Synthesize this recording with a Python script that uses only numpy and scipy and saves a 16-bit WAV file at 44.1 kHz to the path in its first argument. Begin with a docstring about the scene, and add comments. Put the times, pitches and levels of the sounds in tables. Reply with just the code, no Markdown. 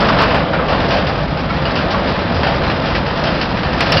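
"""Small steel wagons clank and chatter as they roll slowly past on a narrow, uneven track in open grassland.
Each jolt throws a side against its frame, where it cracks, rings and rebounds. Large panels clang,
loose fittings rattle all the time, and now and then a single steel part clinks. Underneath, the wheels
rumble and drone through the wagon bodies and thump into rail joints and dips."""
import sys
import numpy as np
from scipy import signal
from scipy.fft import rfft, irfft, next_fast_len
from scipy.io import wavfile
from scipy.ndimage import map_coordinates

SR = 44100
rng = np.random.default_rng(int(sys.argv[2]) if len(sys.argv) > 2 else 0)


def output_pcm(signal):
    """Save a mono or channel-first signal as 16-bit PCM at the path in sys.argv[1].

    Samples are clipped to [-1, 1] before scaling.
    """
    pcm = np.clip(np.atleast_2d(signal).T, -1, 1) * 32767
    wavfile.write(sys.argv[1], SR, np.round(pcm).astype(np.int16))


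N = 176400

# Fader rides for the rolling bed and the rattle. Each row: time in seconds, relative level in dB.
ROLL_FADER = [(0.0, -15.5), (0.2, -17), (0.36, -18), (0.53, -21), (0.91, -18), (1.18, -23), (1.4, -23.5),
              (1.97, -19.5), (2.13, -20.5), (3.16, -22), (3.63, -23), (4.0, -19)]
RATTLE_FADER = [(0.0, -18.5), (0.2, -19.5), (0.39, -26), (0.59, -33), (0.87, -24), (0.98, -24), (1.22, -24),
                (1.4, -26.5), (1.8, -24), (2.23, -24), (2.45, -25.5), (2.54, -23), (3.7, -24),
                (3.83, -18.5), (4.0, -16.5)]
# The tone of four layers and of the dull microphone. Each row: frequency in Hz, gain in dB.
RUMBLE_EQ = [(18, -18.5), (33, -12.5), (52, 0.5), (75, -1.5), (112, -4.5), (140, 1), (192, -1), (225, -4),
             (275, -4.5), (380, -14), (800, -39.5)]
ROAR_EQ = [(150, -15), (330, -2.5), (385, -4.5), (500, 2), (800, -2.5), (1200, -6.5), (1750, -11),
           (2200, -13), (3500, -17), (6000, -32)]
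RATTLE_EQ = [(300, -11.5), (800, 3.5), (1700, 2.5), (2150, -4.5), (2800, -3.5), (3400, -6), (5000, -6),
             (6200, -8.5)]
CLANK_EQ = [(150, -19), (400, -9.5), (600, -3), (1200, -2), (1750, 0.5), (2150, -4.5), (2800, -0.5),
            (3500, -7), (5000, -6), (6200, -9)]
MICROPHONE_EQ = [(20, 0.5), (5100, 0), (5450, -7.5), (5800, -13), (6100, -25.5), (6350, -43), (6600, -91)]
# Wheel and body resonances. Each row: centre in Hz, width per filter stage in Hz, dB against the roar.
BODY_RESONANCES = [(523.5, 27, -19.5), (567, 27, -12.5), (667.6, 57, -10.5), (874, 88, -16.5)]
# Wheels dropping at rail joints and dips. Each row: start in seconds, level in dB, pitch in Hz.
WHEEL_DROPS = [(0.337, -8, 150.4), (0.385, -16, 188), (1.806, -13.5, 177), (2.361, -9, 82),
               (2.864, -18, 70), (3.247, -11, 138), (3.936, -7, 161.3), (3.954, -9.5, 99.5)]
# Single steel parts struck. Each row: start in seconds, pitch in Hz, level in dB, t60 in seconds.
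CLINK_HITS = [(0.533, 1428, -25, 0.31), (1.501, 1340, -18.5, 0.1), (1.654, 2880, -21.5, 0.11),
              (2.677, 4060, -25, 0.1), (2.951, 1890, -24.5, 0.083), (3.098, 1860, -23.5, .1),
              (3.27, 3140, -23.5, .12), (3.919, 5420, -10, 0.082), (3.971, 2814, -18.5, 0.28)]
# The ring of such a part. Each row: multiple of the pitch, gain in dB.
CLINK_PARTIALS = [(1.001, 2.5), (1.035, -3.5), (1.192, -11.5), (1.478, -5), (1.661, -2.5)]
# Large panels set clanging. Each row: start in seconds, level in dB, centre in Hz,
# t60 in seconds at 1500 Hz.
PANEL_HITS = [(0.012, -16, 1230, 0.32), (0.092, -15.5, 1153, 0.36), (0.198, -12.5, 1070, .35),
              (0.585, -18, 1207, 0.35), (0.69, -13.5, 644, 0.2), (0.715, -20.5, 1086, .35),
              (0.94, -13, 600, 0.2), (1.94, -15.5, 1134, 0.19), (2.46, -17, 773, 0.33),
              (3.225, -18, 617, .3), (3.74, -16.5, 608, 0.1), (3.94, -16, 600, .35)]
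# Jolts of the wagon sides. Each row: start in seconds, relative level in dB,
# treble tilt in dB per octave, t60 in seconds at 1500 Hz.
SIDE_JOLTS = [(0.004, -22, 3.5, 0.17), (0.087, -16.5, -2.5, 0.2), (0.186, -16.5, -2.5, 0.31),
              (0.213, -20, -2, 0.42), (0.306, -20.5, -3.5, 0.2), (0.344, -18.5, -3.5, .3),
              (0.405, -22, -7, .2), (0.533, -16.5, -5.5, 0.15), (0.683, -22.5, -1.5, 0.8),
              (0.73, -20, -4, 0.11), (0.804, -22.5, 1.5, 0.067), (0.885, -28.5, 9, 0.14),
              (0.906, -20, -0.5, 0.49), (0.968, -21.5, -2.5, 0.17), (1.068, -23.5, 0.5, 0.23),
              (1.372, -27.5, 0, 0.27), (1.654, -24, -3.5, 0.73), (1.755, -22, 1, 0.3),
              (1.789, -25, -2, 0.27), (1.906, -24, 7, 0.25), (2.073, -25, .5, 0.51), (2.192, -26, -4, 0.14),
              (2.345, -30.5, 8, 0.51), (2.432, -18, -2.5, 0.24), (2.468, -23, -1.5, 0.58),
              (2.637, -23, -2.5, .25), (2.698, -18.5, -3, 0.17), (2.855, -26.5, 1.5, 0.76),
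              (2.95, -20.5, -1, 0.22), (3.061, -24.5, -1.5, 0.3), (3.174, -27.5, 0, 0.52),
              (3.239, -23, 2, 0.29), (3.272, -24, -1.5, 0.51), (3.35, -29.5, -0.5, 0.75),
              (3.413, -19.5, 3, 0.19), (3.571, -26.5, -0.5, 0.44), (3.632, -21.5, -3.5, .2),
              (3.731, -20.5, 0, 0.099), (3.805, -13, 1, 0.16), (3.87, -23.5, -1.5, 0.154),
              (3.92, -15, 3, 0.23), (3.969, -20.5, 2.5, 0.36)]

HARD_ATTACK_S, SOFT_ATTACK_S = 0.0004, 0.0045


def amp(db):
    """Decibels to gain."""
    return 10 ** (np.asarray(db) / 20)


def unit(x):
    """Scale to rms 1."""
    return x / np.sqrt(np.mean(x ** 2) + 1e-20)


def eq_db(eq, hz):
    """An EQ curve's gain in dB at hz, its points joined on a log frequency axis."""
    points_hz, points_db = np.transpose(eq)
    return np.interp(np.log(hz + 1), np.log(points_hz + 1), points_db)


def fader(rows):
    """A fader ride as one value per sample."""
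    return np.interp(np.arange(N) / SR, *np.transpose(rows))


def wobble(rate):
    """A smooth random curve, rate knots a second."""
    return map_coordinates(rng.standard_normal(1024), [np.arange(N) * rate / SR], mode="mirror")


def filtered(x, response):
    """Shape x with a gain given as a function of Hz."""
    size = next_fast_len(N + SR // 2)
    return irfft(rfft(x, size) * response(np.fft.rfftfreq(size, 1 / SR)), size)[:N]


def noise(response):
    """Coloured noise of rms 1."""
    return unit(filtered(rng.standard_normal(N), response))


def add(track, start, sound):
    """Mix a sound into the track at start seconds."""
    part = track[max(round(start * SR), 0):][:len(sound)]
    part += sound[:len(part)]


def attack(t, rise_s):
    """The front edge of a hit, rising from 0 towards 1."""
    return 1 - np.exp(-t / rise_s)


def plate(eq, t60, count, tilt_db=0):
    """A struck steel sheet: many close modes, the high ones dying sooner."""
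    t = np.arange(SR // 3) / SR
    place, phase, strength = rng.random((3, count, 1))
    hz = 200 + 6000 * (np.arange(count)[:, None] + place) / count
    gain = amp(eq_db(eq, hz) + tilt_db * np.log2(hz / 1500) + 7.2 * strength)
    mode_t60 = t60 * (hz / 1500) ** -.25
    modes = np.sin(2 * np.pi * (hz * t + phase)) * amp(-60 * t / mode_t60)
    return (gain * modes).sum(0) / np.sqrt(np.sum(gain ** 2) / 2)


def rolling():
    """The bed: rough rails shake wheels and bodies into a deep rumble, a roar and a drone."""
    level_db = fader(ROLL_FADER)
    rumble_db = -20 + 0.27 * (level_db - level_db.mean()) + 0.5 * wobble(16)  # loosely follows the fader
    rumble = amp(rumble_db) * noise(lambda f: amp(eq_db(RUMBLE_EQ, f)))
    roar = noise(lambda f: amp(eq_db(ROAR_EQ, f)))
    drone = np.zeros(N)
    for hz, width, db in BODY_RESONANCES:  # two band-pass stages each
        drone += amp(db) * noise(lambda f: (f * width / (hz * hz - f * f + 1j * f * width)) ** 2)
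    return rumble + amp(level_db + 0.6 * wobble(24.02)) * (roar + drone)


def thumps(t60=0.15):
    """A wheel drops and the whole wagon answers with a short, low boom."""
    out, t = np.zeros(N), np.arange(SR // 3) / SR
    for start, db, hz in WHEEL_DROPS:
        phase = 2 * np.pi * hz * t
        boom = np.sin(phase) + amp(-14.5) * np.sin(1.6 * phase)
        add(out, start, amp(db - 60 * t / t60) * attack(t, SOFT_ATTACK_S) * boom)
    return out


def rattle(fittings=10, taps_per_s=260):
    """Loose fittings tap at random, each with its own short ring."""
    out = np.zeros(N)
    for _ in range(fittings):
        taps = (rng.random(N) < taps_per_s / fittings / SR).astype(float)
        ring = plate(RATTLE_EQ, t60=0.077, count=70)
        out += signal.fftconvolve(taps, ring)[:N]
    return amp(fader(RATTLE_FADER) - 2) * unit(out)


def clinks():
    """Bright accents: a link or latch is struck and rings at its own pitch."""
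    out, t = np.zeros(N), np.arange(SR // 2) / SR
    for start, hz, db, t60 in CLINK_HITS:
        ring = sum(amp(partial_db) * np.sin(2 * np.pi * (hz * ratio * t + rng.random()))
                   for ratio, partial_db in CLINK_PARTIALS)
        add(out, start, amp(db - 60 * t / t60) * attack(t, HARD_ATTACK_S) * ring)
    return out


def clangs(skirt_db=-17.5):
    """A large side panel flexes and clangs in a cluster of modes around its own pitch."""
    out, t = np.zeros(N), np.arange(SR // 3) / SR
    for start, db, hz, t60 in PANEL_HITS:
        peak_eq = [(hz / 2, 2 * skirt_db), (hz / 1.52, skirt_db), (hz, 0),
                   (hz * 1.78, skirt_db), (hz * 4, -50)]
        add(out, start, amp(db) * attack(t, SOFT_ATTACK_S) * plate(peak_eq, t60, count=180))
    return out


def clanks(rebound_s=0.017, rebound_db=-6.5):
    """The lead: each jolt throws a wagon side against its frame; it cracks, rings and rebounds."""
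    out, t = np.zeros(N), np.arange(SR // 3) / SR
    for start, db, tilt_db, t60 in SIDE_JOLTS:
        ring = plate(CLANK_EQ, t60, count=140, tilt_db=tilt_db)
        crack = amp(-0.5) * plate(CLANK_EQ, t60=0.032, count=60, tilt_db=tilt_db)
        hit = amp(db + 2.5) * attack(t, HARD_ATTACK_S) * (ring + crack)
        for bounce, scatter in enumerate(rng.uniform(.7, 1.3, 3)):  # the hit and two loose rebounds
            add(out, start + bounce * rebound_s * scatter, amp(bounce * rebound_db) * hit)
    return out


def scene():
    """The wagons in the open, in mono with no echo."""
    return (rolling() + thumps() + rattle() + clinks() + clangs() + clanks())[None]


def record(dry, ceiling=0.79, top_hz=15800):
    """A dull little microphone: peaks that overload it spit a little treble, cut off at top_hz."""
    dull = filtered(dry[0], lambda hz: amp(eq_db(MICROPHONE_EQ, hz)))
    overloaded = np.clip(dull, -ceiling, ceiling)
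    return filtered(overloaded, lambda hz: hz < top_hz)[None]


dry = scene()
out = record(dry)
output_pcm(out)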